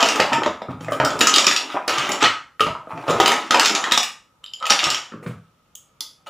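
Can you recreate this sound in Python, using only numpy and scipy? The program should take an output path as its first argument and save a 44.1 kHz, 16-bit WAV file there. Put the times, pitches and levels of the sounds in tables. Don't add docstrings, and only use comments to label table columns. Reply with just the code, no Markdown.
import sys
import numpy as np
from scipy import signal
from scipy.fft import rfft, irfft, next_fast_len
from scipy.io import wavfile

SR = 44100
rng = np.random.default_rng(int(sys.argv[2]) if len(sys.argv) > 2 else 0)


def unload_audio(sound):
    columns = np.transpose(np.atleast_2d(sound))
    steps = np.round(np.clip(columns, -1, 1) * 32767)
    wavfile.write(sys.argv[1], SR, steps.astype(np.int16))


def gain_from_decibels(decibels):
    exponent = np.asarray(decibels, float) / 20
    return 10 ** exponent


N = 277389


def along(points, hz):
    f, v = np.transpose(points)
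    return np.interp(np.log(hz + 1), np.log(f + 1), v)


def unit(x):
    return x / np.sqrt(np.mean(x ** 2) + 1e-20)


def filtered(x, response):
    m = next_fast_len(N + SR // 2)
    hz = np.fft.rfftfreq(m, 1 / SR)
    return irfft(rfft(x, m) * response(hz), m)[..., :N]


def colored_noise(spectrum):
    return unit(filtered(rng.standard_normal(N), lambda hz: gain_from_decibels(along(spectrum, hz))))


def ring(t, hz, t60, attack):
    decay = gain_from_decibels(-60 * t / t60)
    onset = 1 - np.exp(-t / attack)
    return decay * onset * np.sin(2 * np.pi * np.clip(hz, 20, 17000) * t)


def cluster(t, lo_hz, hi_hz, t60, attack, count):
    place = (np.arange(count) + rng.random(count)) / count
    size = gain_from_decibels(rng.normal(0, 3, count)) * rng.choice([-1, 1], count)
    hz = lo_hz * (hi_hz / lo_hz) ** place
    x = size @ ring(t, hz[:, None], t60, attack)
    return x / np.abs(x).max()


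def add(track, s, x):
    part = track[max(round(s * SR), 0):][:len(x)]
    part += x[:len(part)]


def clacks():
    # start in seconds, peak in dB, main wall mode in Hz, studs in
    # dB, block body in dB.
    clack_events = [(0.0054, -8, 3140, -8, -21), (0.0272, -2.5, 2980, -10.5, -18.5),
                    (0.0332, -7.5, 2970, -18.5, -23.5), (0.0598, -12.5, 3170, -9, -13.5),
                    (0.087, -9, 2790, -6, -14), (0.1583, -19.5, 3030, -5, -5.5), (0.2004, -0.5, 3000, -19, -11),
                    (0.3318, -21.5, 2540, 0, -1), (0.3308, -9.5, 3170, -15, -7), (0.434, -10, 3300, -20, -10.5),
                    (0.4611, -18.5, 3800, -11.5, -4), (0.478, -36, 2820, -20, -5.5), (0.619, -30, 3540, -18, -6),
                    (0.7168, -42, 3530, -19, -8), (0.808, -35, 3100, -7.5, -5), (0.8463, -36.5, 2590, -5.5, 3.5),
                    (0.884, -34.5, 2840, -11, 7.5), (0.9213, -22.5, 2950, -10.5, -6),
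                    (0.9323, -26, 2870, -14, -6.5), (0.9644, -38.5, 2950, -10, 6.5),
                    (0.9999, -15, 3000, -15.5, 2), (1.049, -8.5, 2960, -10.5, -17.5),
                    (1.104, -18, 3420, -8.5, -8), (1.1908, -18, 5260, -8, -16.5), (1.2079, -2, 3760, -12, -15.5),
                    (1.2119, -1.5, 2760, -7, -8.5), (1.271, -2.5, 5100, -3, -14.5),
                    (1.2954, -11.5, 2970, -12, -11), (1.34, 2, 4600, -15.5, -31), (1.3605, -1.5, 4900, -7, -20),
                    (1.3828, -1.5, 4870, -7.5, -13.5), (1.4438, -8, 3020, -10.5, -15),
                    (1.4672, 1, 4960, -6.5, -17.5), (1.4797, -3, 3550, -15, -14.5), (1.5121, -8, 3620, -8, -5.5),
                    (1.5629, -4, 4800, -10, -18),
                    (1.88, -8.5, 4780, -9.5, -14.5), (1.8933, -11.5, 2870, -10, -22),
              (1.9828, -11.5, 2950, -8, -9), (2.049, -19.5, 3090, -14.5, -8), (2.091, -17.5, 2820, -6, -2),
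              (2.1179, -12, 2860, -6, -19), (2.2054, -22.5, 2760, -11.5, -4.5),
              (2.2093, -18.5, 3610, -13, -4), (2.2262, -10.5, 2670, -11, -9),
              (2.2365, -20, 3200, -11.5, -19), (2.247, -15, 3070, -33, -15),
              (2.2572, -10.5, 3100, -28.5, -2.5), (2.596, -29.5, 2430, -32, 9),
              (2.606, -6.5, 2765, -17.5, -18), (2.668, -19, 2744, -17, -5.5), (2.907, -45.5, 2780, -20, 2),
              (2.9758, -36, 2656, -12, 1), (3.0784, -28, 2770, -18.5, -10), (3.0988, -19.5, 3540, -8.5, -8),
              (3.1082, -20.5, 5330, -3, -13.5), (3.201, -4.5, 3206, -11, -10),
              (3.2049, -5, 3175, -16.5, -10), (3.216, -15, 3110, -14, -10.5),
              (3.2594, -0.5, 3046, -12.5, -13), (3.2791, -7.5, 3110, -8.5, -11),
              (3.3185, -6, 2800, -9, -8.5),
                    (3.5084, -4, 3450, -10, -10), (3.5217, -16.5, 5160, -14, -10), (3.5446, -6.5, 2680, -14.5, -9),
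             (3.547, -8, 3068, -14.5, -9.5), (3.5723, -11, 2730, -17.5, -11.5),
             (3.5965, 1.5, 2860, -10, -12), (3.6314, -10, 2744, -9, -13.5), (3.6479, -7, 3740, -8.5, -19.5),
             (3.6577, -1, 3700, -10, -16.5), (3.6614, -7.5, 3500, -16, -8.5),
             (3.681, -15.5, 3025, 0, -17.5), (3.6949, -11.5, 3285, -8, -8.5),
             (3.7502, -8.5, 3790, -5, -12.5), (3.7575, -8.5, 3560, -22, -13),
             (3.8404, -12, 3230, -11, -4.5), (3.9112, -15, 2900, -16, -23), (3.9205, 0.5, 3610, -12, -14),
             (3.9354, -15.5, 2870, -18.5, -8.5), (3.976, -5, 3534, -5, -14), (4.0302, -11, 2870, -9, -12),
             (4.626, -19, 2940, -17.5, -11), (4.6551, -13, 2890, -13, -15),
             (4.6668, -11.5, 2635, -12.5, -16), (4.699, -4.5, 4050, -13.5, -16.5),
             (4.7037, -1, 4930, -6, -13.5), (4.7211, -2.5, 3330, -17, -12.5),
             (4.791, -4.5, 3410, -17, -14.5), (4.8043, -13, 2790, -11.5, -8.5),
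             (4.8305, -15, 2930, -8, -8.5), (4.8406, -5, 5430, -10, -31), (4.9024, -7.5, 4700, -5, -22),
             (4.9458, -12.5, 3070, -8, -11.5), (5.0584, -35, 3030, -13, -15), (5.1211, -43, 2870, -20, 4.5),
             (5.228, -52, 2800, -19, 7), (5.2639, -36.5, 2980, -32, 3.5)]
    out, t = np.zeros(N), np.arange(SR // 24) / SR
    for s, db, wall_hz, stud_db, body_db in clack_events:
        wall = 0.75 * ring(t, wall_hz, 0.009, 0.00036)
        wall += 0.55 * cluster(t, 2500, 5200, 0.012, 0.0005, count=30)
        studs = gain_from_decibels(stud_db + 3.5) * cluster(t, 4870, 7805, 0.01, 0.0003, count=30)
        rims = gain_from_decibels(0.68 * stud_db - 14) * cluster(t, 7900, 13000, 0.018, 0.0003, count=30)
        body = gain_from_decibels(body_db + 6) * cluster(t, 1464, 2464, 0.0092, 0.0003, count=12)
        add(out, s, gain_from_decibels(db - 3.5) * (wall + studs + rims + body))
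    return out


def edge_ticks():
    # start in seconds, peak in dB, edge mode in Hz.
    ticks = [(0.027, -24, 8680), (0.0622, -24, 8650), (0.0843, -21, 8830), (0.157, -23, 8800),
             (0.197, -30, 8400), (0.3311, -33, 9010), (1.048, -18, 8090), (1.1926, -20.5, 9000),
             (1.208, -13.5, 9600), (1.2693, -17.5, 7950), (1.3389, -19.5, 9770), (1.3588, -15, 8660),
             (1.4661, -22.5, 8520), (1.5316, -23, 9300), (1.8777, -17.5, 10480), (1.9819, -27, 8400),
             (2.092, -23, 11050), (2.1284, -26, 10500), (2.604, -41, 8500), (2.6065, -25.5, 9600),
             (3.2003, -19, 8480), (3.2616, -23.5, 8990), (3.277, -13, 10100), (3.5079, -24.5, 9040),
             (3.5435, -28, 8370), (3.595, -16, 8660), (3.6571, -16.5, 8030), (3.9195, -24.5, 7920),
             (3.921, -16.5, 7980), (3.9753, -18, 8020), (4.032, -19, 7940), (4.4423, -57, 8030),
             (4.6656, -24, 8800), (4.705, -14, 9350), (4.841, -28, 10150), (4.9014, -20, 8300)]
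    out, t = np.zeros(N), np.arange(SR // 24) / SR
    for s, db, edge_hz in ticks:
        x = 0.84 * ring(t, edge_hz, 0.0082, 0.0003)
        x += 0.53 * cluster(t, 7900, 12500, 0.0039, 0.0003, count=30)
        x += 0.3 * cluster(t, 13500, 15600, 0.009, 0.0003, count=10)
        add(out, s, gain_from_decibels(db - 2.0) * x)
    return out


def knocks():
    # start in seconds, peak in dB, panel mode in Hz, hollow of the blocks in dB.
    landings = [(0.026, -6, 868, -8.5), (0.197, -4, 842, -4.5), (0.379, -14.5, 307, -37),
                (0.419, -11, 885, -8.5), (0.461, -6, 924, -12), (0.619, -21, 653, -12),
                (0.883, -15.5, 640, -9.5), (0.919, -13.5, 586, -5), (1.12, -17, 594, -8),
                (1.211, -10, 313, -6.5), (1.269, -23, 1003, 11), (1.382, -14.5, 710, -8.5),
                (1.47, -15, 338, -3), (1.512, -17.5, 934, -3.5), (1.743, -17.5, 696, -11),
                (2.093, -14.5, 802, -20), (3.095, -6, 491, -16), (3.104, -9, 520, -18.5),
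                (3.257, -15, 968, -5.5), (3.278, -9.5, 898, -0.5), (3.507, -11.5, 1270, -0.5),
                (3.522, -21.5, 1202, -9.5), (3.544, -5.5, 950, -9), (3.556, -14, 893, 0.5),
                (3.569, -15, 584, -9.5), (3.597, -13, 957, -1), (3.838, -26, 877, 2.5),
                (3.918, -11.5, 958, -9), (3.869, -23.5, 900, 5), (3.975, -13.5, 873, 1),
                (4.625, -37, 954, 16), (4.706, -10.5, 798, -3), (6.271, -41, 572, -2)]
    # start in seconds, peak in dB, panel mode in Hz,
    # boom of the air in dB, t60 in seconds as the grip allows.
    thumps = [(0.319, -12.5, 915, -16.5, 0.15), (0.685, -19, 270, -3, 0.034), (0.807, -33, 283, 4, 0.17),
              (1.036, -6.5, 614, -19, 0.039), (1.155, -18.5, 607, -7, 0.011), (1.98, -29.5, 865, -3, 0.028),
              (2.224, -5.5, 877, -25, 0.033), (2.665, -9, 638, -11, 0.016), (2.606, -14.5, 1250, -37, 0.04),
              (2.871, -25.5, 664, -23, 0.054), (2.932, -33, 670, 2, 0.041), (2.972, -27.5, 715, -14, 0.076),
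              (3.08, -17, 565, -10.5, 0.067), (3.144, -12, 415, -20, 0.043), (3.2, -1.5, 765, -24.5, 0.03),
              (5.119, -30.5, 237, -17, 0.069), (5.136, -24.5, 219, -14.5, 0.11),
              (5.196, -40, 220, -9, 0.097), (5.226, -32.5, 476, -25.5, 0.13),
              (5.266, -32.5, 468, -1.5, 0.12), (5.261, -20, 211, -3, 0.094),
              (0.963, -23, 350, -20.5, 0.039), (1.0008, -4.5, 639, -17, 0.028)]
    slams = [
        (1.058, -12.5, 605, -18, 0.036),
        (1.104, -20, 810, -20.5, 0.011),
        (1.879, -16.5, 488, -39, 0.064),
        (1.911, -27, 990, -6.5, 0.036),
        (2.605, -18, 438, -11.5, 0.17),
        (2.751, -25.5, 975, -19, 0.036),
        (4.831, -21, 880, -23, 0.086),
        (4.868, -17, 710, -10.5, 0.018),
        (6.006, -44, 893, -20, 0.056),
    ]
    blows = []
    for s, db, hz, hollow_db in landings:
        t60 = 0.042 * (600 / hz) ** 0.14 * gain_from_decibels(-0.079 * (db + 14))
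        blows.append((s, db, hz, hollow_db, -43.5, t60))
    for rows, hollow_db in [(thumps, -11.5), (slams, -1)]:
        blows += [(s, db, hz, hollow_db, boom_db, t60) for s, db, hz, boom_db, t60 in rows]

    out, t = np.zeros(N), np.arange(SR // 5) / SR
    for s, db, panel_hz, hollow_db, boom_db, t60 in blows:
        t60 = np.clip(t60, 0.01, 0.3)
        panel = 0.7 * ring(t, panel_hz, 1.02 * t60, 0.58 / panel_hz)
        panel += 0.54 * cluster(t, 218.5, 350 + 0.807 * panel_hz, t60, 0.62 / panel_hz, count=12)
        hollow = gain_from_decibels(hollow_db - 1.0) * cluster(t, 990, 1584, 0.34 * t60, 0.00058, count=7)
        boom = gain_from_decibels(boom_db - 0.5) * cluster(t, 95, 170, 3.0 * t60, 0.00069, count=3)
        add(out, s, gain_from_decibels(db - 0.02) * (panel + hollow + boom))
    return out


def rings():
    # start in seconds, peak in dB, mode in Hz, t60 in seconds.
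    modes = [(0.34, -18, 940, 0.1), (0.617, -14, 920, 0.019), (0.691, -17, 258, 0.092),
             (0.747, -30.5, 120, .07), (0.884, -25.5, 2080, 0.02), (0.462, -24.5, 96, 0.13),
             (1.001, -2, 933, 0.023), (1.766, -24.5, 1150, .04), (2.251, -25, 1270, 0.091),
             (2.672, -17.5, 947, 0.036), (2.68, -18, 641, .09), (3.222, -13, 602, 0.032),
             (3.1, -13, 490, .03), (4.537, -51.5, 10400, .012), (4.605, -42, 1270, .1),
             (4.634, -28, 1270, 0.12), (6.007, -33, 2056, .012), (6.0097, -10.5, 4800, 0.0054),
             (6.268, -42.5, 1270, .08), (6.27, -37.5, 2920, .04)]
    out, t = np.zeros(N), np.arange(SR // 5) / SR
    for s, db, hz, t60 in modes:
        add(out, s, gain_from_decibels(db) * ring(t, hz, np.clip(t60, 0.003, 0.3), 2.5 / hz))
    return out


def taps():
    # start in seconds, peak in dB, rib mode in Hz, stud mode in Hz, ribs and studs in dB.
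    tapped = [
        (4.4411, -26.5, 3730, 7500, -4.5),
        (4.462, -33, 3720, 4830, 6.5),
        (4.536, -22.5, 4930, 7060, -1.5),
        (4.601, -37.5, 3900, 7770, 2),
    ]
    out, t = np.zeros(N), np.arange(SR // 24) / SR
    for s, db, rib_hz, stud_hz, upper_db in tapped:
        wall = 0.72 * ring(t, 3070, 0.019, 0.00052)
        upper = ring(t, rib_hz, 0.008, 0.00028) + 0.6 * ring(t, stud_hz, 0.011, 0.00071)
        spray = 0.092 * cluster(t, 8600, 12000, 0.0081, 0.00018, count=20)
        add(out, s, gain_from_decibels(db) * (wall + 0.81 * gain_from_decibels(upper_db) * upper + spray))
    return out


def snaps():
    # start in seconds, peak in dB, lowest mode in Hz, highest mode in Hz, edge in dB.
    snapped = [
        (5.7526, -34, 6310, 7700, -12),
        (5.755, -40.5, 2750, 3750, 9),
        (6.0069, -23.5, 3390, 4480, 2),
        (6.0074, -23, 4940, 6500, -8),
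    ]
    out, t = np.zeros(N), np.arange(SR // 24) / SR
    for s, db, lo_hz, hi_hz, edge_db in snapped:
        edge = gain_from_decibels(edge_db) * cluster(t, 1.4 * hi_hz, 15600, 0.005, 0.0002, count=30)
        body = cluster(t, lo_hz, hi_hz, 0.0055, 0.0005, count=24)
        add(out, s, gain_from_decibels(db) * (body + edge))
    return out


def grains(per_s, size_db, spectrum, smooth):
    hit = rng.random(N) < per_s / SR
    size = gain_from_decibels(size_db * np.minimum(rng.exponential(size=N), 3.5))
    x = unit(hit * size * rng.standard_normal(N))
    x += smooth * rng.standard_normal(N)
    return unit(filtered(x, lambda hz: gain_from_decibels(along(spectrum, hz))))


def chatter(count):
    t, draw = np.arange(SR // 60) / SR, rng.random((count, 2))
    hz = 4020 * np.exp(0.3 * rng.standard_normal((2, count, 1)))
    size = gain_from_decibels(-3.5 * np.log(np.maximum(draw[:, 1:], 0.05)))
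    contacts = size * ring(t, hz, 0.013, 0.00015).sum(0)
    where = (draw[:, :1] * N).astype(int) + np.arange(len(t))
    return unit(np.bincount(where.ravel(), contacts.ravel(), N)[:N])


def rattle():
    # time in seconds, stirring in dB, free against dragging pieces in dB.
    stirring = [(0.0, -15, 2), (0.3, -25.5, -5), (0.65, -49.5, -39), (1.2, -24, -11.5), (1.354, -23.5, 5.5),
                (1.871, -41, -12.5), (1.88, -24, 6.5), (2.15, -24.5, -1), (2.59, -79.5, -4),
                (2.888, -40, -14.5), (3.298, -15, -4.5), (3.499, -39.5, 0.5), (3.507, -19, -14),
                (3.89, -29.5, 0), (4.24, -69.5, -25.5), (4.66, -56.5, 6.5), (4.861, -23, 8),
                (5.2, -67, -0.5)]
    # start in seconds, scrape in dB, tick in dB, fizz in dB,
    # length in seconds.
    skids = [(0.322, -10, -8, -44, 0.02), (0.686, -22, -41, -50.5, 0.04), (0.797, -38, -38, -36.5, 0.065),
             (0.903, -40, -44.5, -22.5, 0.044), (1.688, -31, -24.5, -39.5, 0.07),
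             (1.738, -15, -38, -55, 0.039), (1.758, -12.5, -52.5, -63, 0.028),
             (2.209, -10.5, -5, -31, 0.064), (2.24, -15, -24.5, -28.5, 0.028),
             (2.592, -39.5, -29, -19.5, 0.042), (2.887, -20.5, -45.5, -47, 0.052),
             (3.068, -27.5, -42, -42, 0.027), (3.078, -10, -13, -22, 0.041),
             (3.902, -31.5, -16.5, -40.5, 0.028), (4.433, -56, -35, -44, 0.012),
             (4.598, -13, -28.5, -48.5, 0.2), (5.12, -29, -66, -63, 0.019), (5.221, -36, -46, -36, 0.039),
             (5.258, -37, -40, -33, 0.041), (6.26, -24, -29.5, -33, 0.027)]
    # frequency in Hz, dB per Hz.
    tick_spectrum = [(710, -30), (1200, 7.5), (1310, 3), (2400, 4), (3590, -2), (4260, -19), (5530, -12),
                     (12500, -28.5), (15000, -31), (16000, -13.5)]
    scrape_spectrum = [(300, -120), (450, -4), (600, 0.5), (900, 4.5), (1300, -7), (1900, -12.5),
                       (2600, -14.5), (4000, -120)]
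    rumble_spectrum = [(25, -26.5), (60, -60), (110, -14), (170, -4), (300, 7), (450, 5.5), (700, -120)]
    fizz_spectrum = [(4500, -120), (6000, -10), (7300, -5), (10000, -3.5), (13000, -15), (16000, -2.5)]

    s, *controls = np.transpose(stirring)
    t = np.arange(N) / SR
    stir_db, free_db = (np.interp(t, np.maximum.accumulate(s), c) for c in controls)
    away_db = -7.5 * np.clip((t - 3.85) / 0.21, 0, 1)
    tick = gain_from_decibels(stir_db + free_db - 13.0)
    scrape = gain_from_decibels(stir_db - 13.0)
    rumble = gain_from_decibels(stir_db - 6.5 + away_db - 13.0)
    fizz = gain_from_decibels(stir_db - 30)
    for s, scrape_db, tick_db, fizz_db, length in skids:
        swell = np.hanning(round(np.clip(length, 0.01, 0.2) * SR)) ** 0.62
        add(scrape, s, gain_from_decibels(scrape_db - 23) * swell)
        add(tick, s, gain_from_decibels(tick_db - 15.5) * swell)
        add(fizz, s, gain_from_decibels(fizz_db - 19.0) * swell)

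    x = tick * grains(900, 2.2, tick_spectrum, smooth=0.4)
    x += fizz * grains(2000, 1.5, fizz_spectrum, smooth=0.7)
    x += gain_from_decibels(-6) * tick * chatter(count=1800)
    x += gain_from_decibels(4.14) * scrape * grains(600, 2.5, scrape_spectrum, smooth=0.4)
    return x + 2 * rumble * grains(200, 2, rumble_spectrum, smooth=0.5)


def table_top(x):
    # delay in seconds, level in dB.
    reflections = [
        (.0016, -5),
        (.0032, -10),
    ]
    return filtered(x, lambda f: 1 + sum(gain_from_decibels(db) * np.exp(-2j * np.pi * f * s) for s, db in reflections))


def room(x, echoes):
    # frequency in Hz, t60 in seconds.
    decay_times = [(100, 0.42), (400, 0.25), (1300, 0.39), (4000, 0.31), (9000, 0.33), (15000, 0.23)]
    out, hop = np.zeros(N), SR // 10
    for k in range(0, N, hop):
        hz, t, z = signal.stft(echoes[k // hop], SR, nperseg=256)
        t60 = np.clip(along(decay_times, hz), 0.05, 1)[:, None]
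        tail = signal.istft(z * gain_from_decibels(-60 * t / t60), SR, nperseg=256)[1]
        tail = tail * (1 - np.exp(-np.arange(len(tail)) / SR / 0.00069))
        add(out, k / SR + 0.003, signal.fftconvolve(x[k:k + hop], tail / np.linalg.norm(tail)))
    return out


def hush():
    # frequency in Hz, dB per Hz.
    air_spectrum = [(15, -17.5), (25, 12.5), (180, 5.5), (394, -6), (531, -1), (796, -23), (1100, -16),
                    (1260, -8), (1560, -17.5), (3250, -20.5), (8830, -25.5), (14800, -24), (16000, -45.5)]
    return gain_from_decibels(-62) * colored_noise(air_spectrum)


def scene():
    echoes = rng.standard_normal((N // (SR // 10) + 1, SR // 2))
    hard = clacks() + edge_ticks()
    dull = knocks() + rings() + rattle()
    lone = taps() + snaps()
    direct = gain_from_decibels(0.5) * table_top(hard) + gain_from_decibels(4.0) * lone + dull
    reverberant = room(gain_from_decibels(2.5) * hard + gain_from_decibels(-0.5) * dull + gain_from_decibels(1.5) * lone, echoes)
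    mono = direct + reverberant + hush()
    return np.array([mono, mono])


def microphone(x):
    # center in Hz, width in Hz, boost in dB.
    housing = [(580, 40, 3.5), (1270, 88.5, 12), (2870, 520, 4), (3640, 820, 3), (5590, 280, 5.5),
               (6910, 610, 4), (13100, 2000, -5.5), (15220, 510, 5)]

    def response(f):
        bass_cut = (1j * f / (70 + 1j * f)) ** 2
        boosts = [1 + (gain_from_decibels(db) - 1) * 1j * f * w / (c * c - f * f + 1j * f * w) for c, w, db in housing]
        return bass_cut * np.prod(boosts, axis=0)

    clipped = np.clip(filtered(x, response), -1.05, 1.05)
    return filtered(clipped, lambda f: np.clip((15700 - f) / 400, 0, 1))


def side_signal(mid):
    # frequency in Hz, side minus mid in dB.
    spread = [(300, -45), (3500, -51), (6000, -27), (15000, -14.5)]
    # start in seconds, side minus mid in dB.
    wide_moments = [(1.188, -6), (1.462, -6.5), (1.482, -7), (1.875, -4), (2.113, -4), (3.255, -9),
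                    (3.502, -15), (3.555, -6.5), (3.908, -2), (4.533, -8), (4.662, -4.5), (5.75, -3),
                    (6.005, -5)]
    # frequency in Hz, dB per Hz.
    hiss = [(15, -46), (25, -10.5), (108, -3.5), (1070, -5.5), (1260, 1.5), (1560, -7.5), (14800, -19.5),
            (16000, -26)]
    hz, _, z = signal.stft(mid, SR, nperseg=256)
    turned = z * np.exp(2j * np.pi * rng.random(z.shape))
    side = signal.istft(turned * gain_from_decibels(along(spread, hz) - 5.0)[:, None], SR, nperseg=256)[1][:N]
    wide = np.zeros(N)
    for s, db in wide_moments:
        add(wide, s, gain_from_decibels(db) * signal.windows.tukey(round(0.012 * SR)))
    side += wide * signal.istft(turned * (hz > 5000)[:, None], SR, nperseg=256)[1][:N]
    noise = filtered(rng.standard_normal(N), lambda f: gain_from_decibels(along(hiss, f)) * (f < 15600))
    return side + gain_from_decibels(-69.5) * unit(noise)


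def low_pass(x):
    return signal.sosfilt(signal.butter(12, 16830, fs=SR, output="sos"), x)


def record(dry):
    mid = microphone(dry[0])
    side = side_signal(mid)
    return low_pass(np.clip([mid + side, mid - side], -1, 1))


dry = scene()
out = record(dry)
unload_audio(out)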